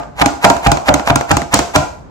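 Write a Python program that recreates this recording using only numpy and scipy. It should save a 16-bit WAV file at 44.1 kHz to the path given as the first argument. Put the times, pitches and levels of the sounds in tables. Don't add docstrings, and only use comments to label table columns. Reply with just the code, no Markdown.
import sys
import numpy as np
from scipy import signal
from scipy.fft import rfft, irfft, next_fast_len
from scipy.io import wavfile

SR = 44100
rng = np.random.default_rng(int(sys.argv[2]) if len(sys.argv) > 2 else 0)


def unload_wav(signal):
    wavfile.write(
        sys.argv[1],
        SR,
        np.round(np.clip(np.atleast_2d(signal).T, -1, 1) * 32767).astype(np.int16),
    )


def volts_from_decibels(level):
    exponent = np.asarray(level, float) / 20
    return 10 ** exponent


N = 92610
LEAD_S = 0.1
M = N + round(LEAD_S * SR)


def unit(x):
    return x / np.sqrt(np.mean(x ** 2) + 1e-20)


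def along(points, hz):
    f, v = np.transpose(points)
    return np.interp(np.log(hz + 1), np.log(f + 1), v)


def filtered(x, response):
    m = next_fast_len(x.shape[-1] + 8192)
    spectrum = rfft(x, m) * response(np.fft.rfftfreq(m, 1 / SR))
    return irfft(spectrum, m)[..., :x.shape[-1]]


def coloured(x, points):
    return unit(filtered(x, lambda hz: volts_from_decibels(along(points, hz))))


def add(track, start_s, sound):
    part = track[..., round(start_s * SR):][..., :sound.shape[-1]]
    part += sound[..., :part.shape[-1]]


def ring(modes, t, rise_s, spread_db, turn):
    hz, db, t60 = np.transpose(modes)[:, :, None]
    luck = rng.standard_normal((3, len(modes), 1))
    shift = turn * luck[1] * np.minimum(hz / 600, 1)
    wave = np.sin(2 * np.pi * hz * (1 + 0.0084 * luck[2]) * t + np.array([shift, -shift]))
    level = volts_from_decibels(db + spread_db * luck[0] - 60 * t / t60)
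    return (level * wave).sum(axis=1) * (1 - np.exp(-t / rise_s))


# pitch_hz, level_db
CRACK_SPECTRUM = [(800, -24), (2200, -18.5), (4200, 5.5), (6500, 2.5), (8200, 11), (11000, -12),
                  (15000, -11.5)]


def crack():
    t = np.arange(SR // 20) / SR
    return volts_from_decibels(-60 * t / 0.012) * coloured(rng.standard_normal(len(t)), CRACK_SPECTRUM)


# start_s, thud_db, crunch_length_s, crunch_db, counter_db
STROKES = [(0.2141, 1, 0.052, -17, -18), (.443, 5.5, 0.034, -16.5, -13.5),
           (0.663, -3.5, 0.051, -18.5, -3.5), (0.884, -2, 0.036, -15.5, -3.5),
           (1.099, -2.5, 0.058, -17, -5.5), (1.308, -2, 0.037, -20.5, -5.5), (1.536, -3, 0.03, -18, -5.5),
           (1.754, -1, 0.021, -15, -7)]
# start_s, level_db
SNAPS = [(0.18, -38), (.416, -37), (0.651, -23), (0.863, -28), (0.88, -23), (1.062, -24), (1.071, -21.5),
         (1.523, -34.5)]
# pitch_hz, level_db (per Hz)
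CRUNCH_SPECTRUM = [(300, -20.5), (800, 1.5), (1500, -6), (2500, -7), (5000, -20), (8000, -18.5),
                   (12000, -26), (15500, -28.5)]
CRUNCH_RISE_DB, CRUNCH_T60_S = 28, 0.024
GRAINS_PER_S, GRAIN_SPREAD_DB = 5500, 6


def crunch():
    t = np.arange(N) / SR
    present = rng.random(N) < GRAINS_PER_S / SR
    size = volts_from_decibels(GRAIN_SPREAD_DB * np.minimum(rng.exponential(size=N), 2))
    grains = present * size * rng.standard_normal(N)
    level = np.zeros(N)
    for start_s, _, length_s, db, _ in STROKES:
        before = (start_s - t) / length_s
        swell = volts_from_decibels(db - CRUNCH_RISE_DB * before ** 2) * (before < 1.4)
        fade = volts_from_decibels(db - 60 * np.abs(t - start_s) / CRUNCH_T60_S)
        level += np.where(t < start_s, swell, fade)
    out = level * coloured(unit(grains) + 0.5 * rng.standard_normal(N), CRUNCH_SPECTRUM)
    for start_s, db in SNAPS:
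        add(out, start_s, volts_from_decibels(db) * crack())
    return out


# pitch_hz, level_db, t60_s
BOARD = [(291.3, -12.5, 0.12), (483.6, -18.5, 0.17), (568.5, -5, 0.059), (613.3, -2.5, 0.13),
         (690, -2.5, 0.26), (749.7, -3.5, 0.15), (813.5, -2, 0.16), (846.3, -3.5, .12), (934, -3, 0.099),
         (997, -1, 0.039), (1207, -3.5, 0.037), (1388, -2.5, 0.056), (1533, -6, 0.034), (2373, -9, .04)]
# pitch_hz, level_db
SLAP_SPECTRUM = [(150, 4.5), (300, 5.5), (430, -14.5), (900, 6.5), (1600, 2), (3000, -5.5), (7000, -21),
                 (16000, -32.5)]
RING_DB, SLAP_DB, SLAP_T60_S, SLAP_RISE_S = -9, 4.5, 0.019, 0.00033


def knock(db, below, below_db, rise_s, spread_s, count):
    t, u = np.arange(SR // 3) / SR, np.arange(SR // 20) / SR
    rings = volts_from_decibels(below_db) * ring(below, t, rise_s, spread_db=4, turn=1.42)
    slaps = np.zeros((2, len(t)))
    jitter = (1 + 0.2 * rng.standard_normal(count)).clip(0)
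    for push_s in spread_s * np.arange(count) / count * jitter:
        a, b = rng.standard_normal((2, len(u)))
        sides = np.array([a + 0.33 * b, a - 0.81 * b])
        fade = volts_from_decibels(SLAP_DB - 60 * u / SLAP_T60_S) * (1 - np.exp(-u / SLAP_RISE_S))
        board = volts_from_decibels(RING_DB) * ring(BOARD, t, 0.00033, spread_db=3, turn=0.56)
        add(rings, push_s, board / np.sqrt(count))
        add(slaps, push_s, coloured(sides, SLAP_SPECTRUM) * fade / np.sqrt(count))
    return volts_from_decibels(db) * np.array([rings, slaps])


KNOCK_SEND_DB, TICK_SEND_DB = 10, 8.5
# pitch_hz, level_db, t60_s
COUNTER = [(66.9, 0.5, 0.19), (85, -5, 0.18), (120.1, 3, 0.14), (140.6, 0.5, 0.18), (199.3, -5, 0.19)]


def land_strokes(near, blows):
    for start_s, db, _, _, counter_db in STROKES:
        thud = knock(db, COUNTER, counter_db, rise_s=0.015, spread_s=0.009, count=3)
        add(near, LEAD_S + start_s, thud)
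        add(blows, LEAD_S + start_s, volts_from_decibels([db + KNOCK_SEND_DB]))


# pitch_hz, level_db, t60_s
EDGE = [(6550, 8, 0.0046), (8420, -11.5, 0.0067)]
TICK_DB, CRACK_DB, TICK_RISE_S = -3.5, -6.5, 0.0013


def tick(db):
    t = np.arange(SR // 20) / SR
    sharp = volts_from_decibels(CRACK_DB) * crack()
    contact = ring(EDGE, t, TICK_RISE_S, spread_db=1.5, turn=0.23) + sharp
    return volts_from_decibels(db + TICK_DB) * contact * (1 - np.exp(-t / TICK_RISE_S)) ** 2


# start_s, tick_db, knock_db, hollow_db
TICKS = [(0.2170, 3.5, -8, -5), (0.2590, 13, -2, -9.5), (0.4476, 17, 5.5, -23), (0.5000, 11, 2.5, -13),
         (0.5657, -5, -15, -19), (0.6688, 5.5, -1, -16), (0.7168, 12, -0.5, -8.5),
         (0.7710, -6.5, -11.5, -20.5), (0.8886, -2, 2.5, -17), (0.9405, 11.5, -2.5, -8.5),
         (0.9948, -19, -10, -14.5), (1.0735, -30, -4, -27), (1.1015, -36, -2, -10.5),
         (1.1575, 11.5, -3, -6), (1.2095, -5.5, -9.5, -21), (1.3140, 12, -1.5, -8), (1.3685, 9.5, -4, -7.5),
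         (1.4174, -8, -12, -14.5), (1.5410, 22, -1.5, -7.5), (1.5905, 9.5, -5, -6), (1.7595, 16.5, -1, -11),
         (-.073, -1, -8, -29), (-.008, -10, -9.5, -15), (0.032, -47, -26, -9)]
# pitch_hz, level_db, t60_s
HOLLOW = [(66, -7.5, 0.19), (145.8, -3, 0.15), (282.3, 4.5, 0.071), (303.8, 0, 0.1), (354, -12.5, 0.35)]


def rattle_board(near, blows):
    for start_s, tick_db, knock_db, hollow_db in TICKS:
        at_s = LEAD_S + start_s
        add(near[1], at_s - 0.0006, tick(tick_db + 3.5))
        add(near, at_s + 0.0005, knock(knock_db - 3, HOLLOW, hollow_db, rise_s=0.0019, spread_s=0, count=1))
        add(blows, at_s, volts_from_decibels([tick_db + TICK_SEND_DB]) + volts_from_decibels(knock_db + KNOCK_SEND_DB - 16.5))


# pitch_hz, t60_s
ROOM = [(100, 0.22), (700, 0.53), (3000, 0.4), (8000, 0.42), (12000, 0.49), (16000, 0.27)]
# pitch_hz, level_db
ROOM_COLOUR = [(60, -6.5), (300, -1.5), (430, 0.5), (750, -1), (1500, 2), (3000, 0), (7000, -1.5),
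               (12000, -12.5)]


def kitchen(x):
    out = np.zeros((2, M))
    for start in range(0, M, SR // 20):
        hz, t, z = signal.stft(rng.standard_normal((2, SR // 2)), SR, nperseg=256)
        decay = volts_from_decibels(-60 * t / along(ROOM, hz)[:, None])
        tail = signal.istft(z * decay, SR, nperseg=256)[1]
        tail[1] = 0.14 * tail[0] + 0.84 * tail[1]
        tail *= 1 - np.exp(-np.arange(tail.shape[1]) / SR / 0.0021)
        tail = tail / np.linalg.norm(tail[0])
        add(out, start / SR, signal.fftconvolve(x[None, start:start + SR // 20], tail, axes=1))
    return filtered(out, lambda hz: volts_from_decibels(along(ROOM_COLOUR, hz)))


# pitch_hz, level_db (per Hz)
HUSH_SPECTRUM = [(40, -19), (150, -0.5), (450, -10.5), (700, -12.5), (1200, -17), (3000, -37), (7500, -42),
                 (9500, -66.5)]
HUSH_DB, HUM_DB, HUM_HZ, HUM_WIDTH_HZ = -38.5, -39.5, 64, 29


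def hush():
    drone = filtered(rng.standard_normal(N), lambda hz: 1 / (1 + ((hz - HUM_HZ) / HUM_WIDTH_HZ) ** 2))
    air = coloured(rng.standard_normal((2, N)), HUSH_SPECTRUM)
    return volts_from_decibels(HUSH_DB) * air + volts_from_decibels(HUM_DB) * unit(drone)


# pitch_hz, level_db
HEARD = [(300, -8.5), (900, -7.5), (2000, -8), (4000, -8.5), (6500, -6), (8200, -7.5), (13000, -15.5),
         (14500, -21.5)]
ROOM_DB, RING_SEND_DB = -2.5, -1
LEFT_LEAD_S, RIGHT_DB = 0.0001733, 2


def scene():
    near, blows = np.zeros((2, 2, M)), np.zeros(M)
    near[0] += np.pad(crunch(), (M - N, 0))
    land_strokes(near, blows)
    rattle_board(near, blows)
    sides = np.array([[1], [-1]])
    direct = filtered(near.sum(axis=0), lambda hz: np.exp(1j * np.pi * hz * LEFT_LEAD_S * sides))
    walls = filtered(blows, lambda hz: volts_from_decibels(along(HEARD, hz)))
    sent = volts_from_decibels(RING_SEND_DB) * near[0].mean(axis=0) + walls
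    both = (direct + volts_from_decibels(ROOM_DB) * kitchen(sent))[:, M - N:]
    return both * volts_from_decibels([[0], [RIGHT_DB]]) + hush()


def band_limit(x):
    return signal.sosfilt(signal.butter(12, 15680, fs=SR, output="sos"), x)


# pitch_hz, level_db
MIC = [(25, -14), (55, 0), (8300, 0), (8800, -13), (9800, -17), (10500, 0), (13300, -1), (14300, -10)]
CLIP_TOP, CLIP_HARD = 1.0, 14.0


def record(dry):
    mic = filtered(dry, lambda hz: volts_from_decibels(along(MIC, hz)))
    clipped = mic / (1 + np.abs(mic / CLIP_TOP) ** CLIP_HARD) ** (1 / CLIP_HARD)
    return band_limit(clipped)


dry = scene()
out = record(dry)
unload_wav(out)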